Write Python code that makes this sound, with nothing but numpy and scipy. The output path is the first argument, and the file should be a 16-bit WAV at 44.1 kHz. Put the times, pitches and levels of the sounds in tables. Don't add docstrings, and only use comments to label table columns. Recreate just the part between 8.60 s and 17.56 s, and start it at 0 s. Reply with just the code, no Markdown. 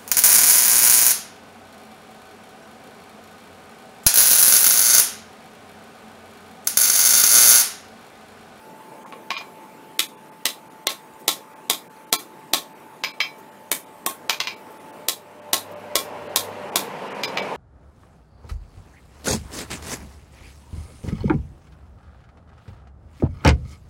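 import sys
import numpy as np
from scipy import signal
from scipy.fft import rfft, irfft
from scipy.io import wavfile
from scipy.ndimage import uniform_filter1d

SR = 44100
rng = np.random.default_rng(int(sys.argv[2]) if len(sys.argv) > 2 else 0)


def bounce(signal):
    frames = np.transpose(np.atleast_2d(signal))
    limited = np.clip(frames, -1, 1)
    pcm = np.round(limited * 32767).astype(np.int16)
    wavfile.write(sys.argv[1], SR, pcm)


def ratio_of_db(decibels):
    return 10 ** (np.asarray(decibels, float) / 20)


N = 395180

# (frequency [Hz], level [dB per Hz])
FIRE_SPECTRUM = [(25, -42), (75, -64), (105, -19), (160, -7), (230, -3), (400, -4), (750, -8), (900, -6),
                 (1400, -14), (2600, -20), (4500, -32), (7000, -44), (16500, -61)]
# (frequency [Hz], level [dB per Hz])
HISS_SPECTRUM = [(1000, -25), (4000, -5), (6000, -4), (9000, -1), (14000, -4), (15600, -6.5), (16500, -26)]
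FIRE_DB, HISS_DB = -45.5, -59
HUM_HZ, HUM_DB = 876, -50

# (time [s], peak [dB], ring [dB], squareness = low weight [dB], edge = treble weight [dB])
TAPS = [(0.4486, -30.5, -29, 22, -20), (0.5237, -26, -27, 9, -22), (0.7047, -10.5, -14, -1, -13.5),
        (0.7666, -15.5, -9, -8.5, -11), (0.8092, -29.5, -17, 18, -7), (4.4374, -7, -8.5, -7, -10.5),
        (4.6034, -7, -3, -8, -14), (5.6956, -2.5, -16, -7.5, -3), (5.8023, -7, -18, -12.5, -10.5),
        (5.872, -12, -8, -12, -16), (8.6347, -6, -9.5, -13.5, -10), (8.773, -5.5, -11.5, -4, -17)]
# (time [s], peak [dB],
# squareness = low weight [dB], softness = middle weight [dB], edge = treble weight [dB])
BAR_BLOWS = [(1.393, -1, -10.5, 1, -1.5), (1.855, -1.5, -6.5, 1, -1), (2.27, -0.5, -2.5, -1.5, -3),
             (2.68, 1.5, -3.5, -5, -1), (3.099, 0.5, -4.5, -4.5, -0.5), (3.527, 2, -2.5, -4, 1.5),
             (3.935, 1.5, -2, -4.5, -3), (6.485, -0.5, -6, -4, 1.5), (6.932, 4.5, -1.5, -4, 1.5),
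             (7.355, 4, 0.5, -3.5, 0), (7.76, 4, -3, -6.5, 2), (8.158, 3.5, -0.5, -1.5, 2)]
# (time [s], peak [dB], ring [dB], squareness [dB], horn [dB])
FLAT_BLOWS = [
    (5.116, -2.5, -22, 3.5, -32),
    (5.463, -4.5, -30, 7, -17),
]
COLOUR_HZ = [250, 900, 2200, 4000, 9500, 16000]
# (frequency [Hz], level [dB], t60 [s])
ANVIL_MODES = [(1040, -12, .12), (1095, -11, .16), (1700, -14, .06), (2024, -12, .12), (2293, 0, .21),
               (2405, -3, .15), (2650, -11, .18), (3241, -7, .13), (3560, -7, .06), (3957, -6, .11),
               (4054, -12, .18), (5033, -3, .14), (5400, -9, .06), (5760, -14, .12), (6460, -6, .12),
               (8990, -11, .08), (11600, -9, .05), (13800, -2, .07), (14310, 1, .1)]
# (frequency [Hz], level [dB], t60 [s])
BAR_MODES = [(300, -12, .06), (700, -9, .05), (1080, -12, .15), (1340, -9, .12), (2000, -3, .04),
             (2310, -6, .12), (3214, -5, .1), (3450, 1, .06), (3790, 2, .055), (4090, -2, .06),
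             (4280, -10, .14), (4800, -4, .04), (5150, -2, .035), (5480, 0, .04), (5900, -5, .04),
             (6500, -10, .13), (6800, -3, .03), (7550, -5, .03), (8200, -4, .025), (9550, -3, .025),
             (11400, -5, .025)]
# (frequency [Hz], level [dB per Hz])
ANVIL_BODY = [(40, -27), (300, 0.5), (600, -0.5), (1050, 8.5), (1600, 1), (2300, 9.5), (2900, 5), (3800, 4),
              (5100, 4.5), (6500, 3), (8000, -2), (12500, -4), (14300, 2), (16500, -25)]
# (frequency [Hz], level [dB per Hz])
BAR_BODY = [(40, 2), (120, -20), (300, 2.5), (700, 1), (1080, -2.5), (1500, -7), (2200, 0.5), (2800, -3),
            (3600, 6), (4600, 1), (6600, 2.5), (10000, 3.5), (14500, 2), (16500, -10)]
BLOW_RING_DB, FLAT_SOFT_DB, FLAT_EDGE_DB, TAP_SOFT_SHARE = -16, 6, 9, 0.45
HORN_HZ, HORN_T60_S, HORN_BLOW_DB, HORN_TAP_DB = 1081, 0.2, -22.5, -15
HORN_PER_SQUARE, HORN_SQUARE_MAX_DB = 1.4, 2
THUD_HZ, THUD_DB, THUD_T60_S = 312, -33.5, 0.095

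# (delay [s], level [dB])
ECHOES = [
    (.0088, -10),
    (.0098, -10),
    (.0112, -13),
    (.0142, -14),
    (.034, -18.5),
    (.0348, -22),
    (.048, -22),
]
# (frequency [Hz], t60 [s])
YARD_T60 = [(250, 0.24), (660, 0.21), (1740, 0.2), (4590, 0.19), (12100, 0.2)]

# (time [s], length [s], level [dB])
SPITS = [
    (2.59, 0.036, -53),
    (4.777, .035, -54),
    (6.098, .04, -57),
    (7.112, .018, -50),
]

# (frequency [Hz], level [dB per Hz])
TYRE_SPECTRUM = [(24, -68), (40, -87), (183, -4.5), (337, -12.5), (473, 0), (621, -6), (933, -3),
                 (1250, -12.5), (2830, -18), (3400, -26.5), (3890, -27.5), (9000, -40.5), (11700, -42),
                 (19800, -120)]
# (time [s], level [dB])
NEARING = [
    (5, -55.5),
    (6, -51),
    (6.4, -49.5),
    (7, -38),
    (7.5, -33.5),
    (8.2, -29.5),
    (8.96, -24.5),
]
# (frequency [Hz], level [dB])
ENGINE_ORDERS = [(195, 0), (482, 0)]
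GEAR_HZ, FIRING_HZ = 594, 100
SHIFT_S, SHIFT_LENGTH_S = 8.05, 0.25
# (gear whine [dB], engine firing [dB], upper orders [dB])
LOW_GEAR = (-3.1, -16.5, -27)
# (gear whine [dB], engine firing [dB], upper orders [dB])
HIGH_GEAR = (-16.5, -31.5, -18)

# (time [s], gain [dB])
GAIN = [
    (0, 1),
    (.8, 0.5),
    (1.38, 0),
    (1.48, -2),
    (1.9, -1),
    (5.4, -1),
    (6.4, 1),
    (6.55, -4.5),
    (8.96, -4.5),
]
# (time [s], threshold [dB])
DROPOUTS = [(.452, -61), (1.478, -65), (1.563, -78.5), (1.708, -76.5), (2.093, -76.5), (2.255, -67),
            (2.283, -39), (2.949, -72), (3.29, -66.5), (3.46, -76), (3.512, -60), (4.142, -78.5),
            (4.528, -63), (4.907, -78.5), (5.253, -75), (5.479, -48.5), (5.955, -69), (6.19, -73),
            (6.319, -71), (6.81, -74), (7.151, -75), (7.685, -73.5), (8.111, -58), (8.495, -69),
            (8.538, -65), (8.668, -50), (8.813, -55)]
# (time [s], threshold [dB])
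LONG_DROPOUTS = [
    (0.763, -55),
    (3.577, -51),
]
DROPOUT_S = 0.026
AHEAD_S, AHEAD_LENGTH_S, AHEAD_DB = 0.0094, 0.0079, -59
EDGE_HZ, TOP_HZ = 15800, 16950


def evened(x):
    return x / np.sqrt(np.mean(x ** 2) + 1e-20)


def read(points, hz):
    f, value = np.transpose(points)
    return np.interp(np.log(hz + 1), np.log(f + 1), value)


def curve(rows, axis):
    rows = np.array(rows)
    return np.interp(np.arange(N) / SR, rows[:, 0], rows[:, axis])


def add(mix, s, sound):
    part = mix[round(s * SR):][:len(sound)]
    part += sound[:len(part)]


def wash(spectrum, patchy_db):
    hz = np.fft.rfftfreq(1024, 1 / SR)
    real, imag, patches = rng.standard_normal((N // 256 + 5, 513, 3)).T
    patches = uniform_filter1d(patches, size=8, axis=0)
    patches = evened(uniform_filter1d(patches, size=14, axis=1))
    level_db = read(spectrum, hz)[:, None] + patchy_db * patches
    z = (real + 1j * imag) * ratio_of_db(level_db)
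    return evened(signal.istft(z, nperseg=1024, noverlap=768)[1][:N])


def whine(hz, width, steady):
    r = np.exp(-np.pi * width / SR)
    a, b = (evened(signal.lfilter([1], [1, -r], v)) for v in rng.standard_normal((2, N)))
    carrier = np.exp(2j * np.pi * np.cumsum(hz * np.ones(N)) / SR)
    return evened(((steady + a + 1j * b) * carrier).real)


def forge():
    roar = ratio_of_db(FIRE_DB) * wash(FIRE_SPECTRUM, patchy_db=1.95)
    hiss = ratio_of_db(HISS_DB) * wash(HISS_SPECTRUM, patchy_db=3.0)
    hum = ratio_of_db(HUM_DB) * whine(HUM_HZ, width=9.7, steady=6.7)
    return roar + hiss + hum


def strike(row, body, modes, crack_s, ring_db, shift):
    s, peak_db, low, mid, high, top = row
    t, hz = np.arange(12000) / SR, np.fft.rfftfreq(12000, 1 / SR)
    colour = list(zip(COLOUR_HZ, [low + 3, low + 5, mid + 4, high + 1, top - 4, top - 4]))
    gain = ratio_of_db(read(colour, hz) + read(body, hz))
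    lead = .004
    after = np.maximum(t - lead, 0)

    z = rfft(rng.standard_normal(len(t)) * (t > lead) * np.exp(-(after / crack_s) ** 2))
    z = z / np.sqrt(uniform_filter1d(abs(z) ** 2, size=110))
    contact = np.clip((t - lead) / .0004 + 1, 0, 1)
    crack = irfft(z * gain, len(t)) * contact
    crack = crack / np.sqrt(np.sum(crack ** 2) / (crack_s * SR))

    smear = evened(irfft(rfft(rng.standard_normal(len(t))) * gain, len(t)))
    smear = ratio_of_db(-21) * smear * (t < lead) * (0.13 + t / lead)

    f, db, t60 = np.transpose(modes)[:, :, None]
    luck, phase, grip = rng.standard_normal((3, len(modes), 1))
    f = f * (1 + shift * grip * np.clip(f / 3000 - .3, 0, 1))
    luck_db = 1.5 * luck
    decay = ratio_of_db(db + luck_db + read(colour, f) - 60 * after / t60)
    ring = (decay * np.sin(2 * np.pi * f * after + phase)).sum(0)
    ring = ratio_of_db(ring_db) * ring * np.minimum(after / 0.0015, 1)
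    return s - lead, ratio_of_db(peak_db) * (crack + smear + ring)


def anvil_taps():
    out = np.zeros(N)
    for s, db, ring, square, edge in TAPS:
        row = s, db, ring + square, ring + TAP_SOFT_SHARE * square, ring, ring + edge
        add(out, *strike(row, ANVIL_BODY, ANVIL_MODES, crack_s=0.003, ring_db=-1.5, shift=0.0077))
    return out


def horn():
    out, t = np.zeros(N), np.arange(12000) / SR
    strokes = [(s, db + HORN_TAP_DB, square) for s, db, _, square, _ in TAPS]
    strokes += [(s, db + HORN_BLOW_DB, square) for s, db, square, _, _ in BAR_BLOWS]
    rung = [(s, db + HORN_PER_SQUARE * min(square, HORN_SQUARE_MAX_DB)) for s, db, square in strokes]
    rung += [(s, db + horn_db) for s, db, _, _, horn_db in FLAT_BLOWS]
    for (s, db), grip in zip(rung, rng.standard_normal(len(rung))):
        tone = np.sin(2 * np.pi * HORN_HZ * (1 + 0.0048 * grip) * t)
        add(out, s, ratio_of_db(db - 60 * t / HORN_T60_S) * np.minimum(t / 0.0032, 1) * tone)
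    return out


def yard(x, tail_db):
    early = np.zeros(3000)
    for s, db in ECHOES:
        add(early, s, ratio_of_db(db) * np.array([.8, .3]))
    out = x + signal.oaconvolve(x, early)[:N]
    turn = np.pi * np.arange(N) / SR * .83
    size = SR // 2
    for k in range(3):
        taps = rng.standard_normal(size) * np.clip(np.arange(size) / (0.0026 * SR), .2, 1)
        hz, t, z = signal.stft(taps, SR, nperseg=128)
        decay = ratio_of_db(-60 * t / read(YARD_T60, hz)[:, None])
        tail = rfft(signal.istft(z * decay, SR, nperseg=128)[1], SR)
        power = abs(tail) ** 2
        ripple = uniform_filter1d(power, size=40) / uniform_filter1d(power, size=600)
        tail = irfft(tail / np.sqrt(ripple), SR)[:size]
        feed = x * np.cos(turn + k * np.pi / 3) * np.sqrt(2 / 3)
        out += ratio_of_db(tail_db) * signal.fftconvolve(feed, tail / np.linalg.norm(tail))[:N]
    return out


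def bar_blows():
    out = np.zeros(N)
    for s, db, square, soft, edge in BAR_BLOWS:
        row = s, db, *(BLOW_RING_DB + np.array([square, soft, 0, edge]))
        add(out, *strike(row, BAR_BODY, BAR_MODES, crack_s=.0025, ring_db=-3.5, shift=0.0198))
    return out


def ground_jolts():
    out, t = np.zeros(N), np.arange(5000) / SR
    thud = ratio_of_db(-60 * t / THUD_T60_S) * np.sin(2 * np.pi * THUD_HZ * t) * np.minimum(t / .003, 1)
    for s, db, *_ in BAR_BLOWS + FLAT_BLOWS:
        add(out, s, ratio_of_db(db - 49) * signal.windows.hann(round(0.0084 * SR)))
        add(out, s, ratio_of_db(db + THUD_DB) * thud)
    return out


def spits():
    out = np.zeros(N)
    for s, length, db in SPITS:
        n = round(length * SR)
        puff = np.diff(rng.standard_normal(n + 1)) * signal.windows.tukey(n, .5)
        add(out, s, ratio_of_db(db) * puff)
    return out


def vehicle():
    t = np.arange(N) / SR
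    shifted = np.clip((t - SHIFT_S) / SHIFT_LENGTH_S + .5, 0, 1)
    gear_db, firing_db, upper_db = (a + (b - a) * shifted for a, b in zip(LOW_GEAR, HIGH_GEAR))
    tyres = wash(TYRE_SPECTRUM, patchy_db=1.2)
    gear = ratio_of_db(gear_db) * whine(GEAR_HZ, width=11, steady=1.23)
    firing = ratio_of_db(firing_db) * whine(FIRING_HZ, width=2.1, steady=2.2)
    orders = sum(ratio_of_db(db) * whine(hz, width=7.7, steady=0.76) for hz, db in ENGINE_ORDERS)
    upper = ratio_of_db(upper_db) * orders
    approach = np.clip(t - 4, 0, 1) * ratio_of_db(curve(NEARING, axis=1))
    return approach * (tyres + gear + firing + upper)


def flat_blows():
    out = np.zeros(N)
    for s, db, ring, square, _ in FLAT_BLOWS:
        row = s, db, ring + square, ring + FLAT_SOFT_DB, ring, ring + FLAT_EDGE_DB
        add(out, *strike(row, BAR_BODY, ANVIL_MODES, crack_s=0.0029, ring_db=-18.0, shift=0.0067))
    return out


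def scene():
    steel = anvil_taps() + bar_blows() + flat_blows()
    steel = signal.lfilter(*signal.butter(1, 200, "high", fs=SR), steel)
    struck = ratio_of_db(-8.0) * yard(steel, tail_db=-3.5)
    return (forge() + struck + horn() + ground_jolts() + spits() + vehicle())[None]


def band_limit(x):
    narrow, wide = (signal.oaconvolve(x, signal.firwin(401, hz, window=("kaiser", 9), fs=SR), "same")
                    for hz in (EDGE_HZ, TOP_HZ))
    loud = 1. * (uniform_filter1d(x ** 2, size=300) > ratio_of_db(-24) ** 2)
    loud = uniform_filter1d(loud, size=200)
    return narrow + ratio_of_db(-22) * loud * (wide - narrow)


def drop_faint(x):
    out = x.copy()
    windows = [(s, DROPOUT_S, db) for s, db in DROPOUTS]
    windows += [(s, 2 * DROPOUT_S, db) for s, db in LONG_DROPOUTS]
    windows += [(row[0] - AHEAD_S, AHEAD_LENGTH_S, AHEAD_DB) for row in BAR_BLOWS + FLAT_BLOWS + TAPS]
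    for s, length, keep_db in windows:
        n = round(length * SR)
        start = round(s * SR) - n // 2
        z = rfft(x[start:][:n] * signal.windows.tukey(n, .85))
        over_db = 20 * np.log10(abs(z) * 2 / n + 1e-9) - keep_db
        weak = np.clip(-over_db / 3, 0, 1)
        add(out, start / SR, -irfft(z * weak, n))
    return out


def top_cut(x):
    return signal.sosfilt(signal.butter(12, 16990, fs=SR, output="sos"), x)


def record(dry):
    x = 1.1 * np.tanh(dry[0] * ratio_of_db(curve(GAIN, axis=1)) / 1.1)
    mix = drop_faint(band_limit(x))[None]
    return top_cut(mix)


dry = scene()
out = record(dry)
bounce(out)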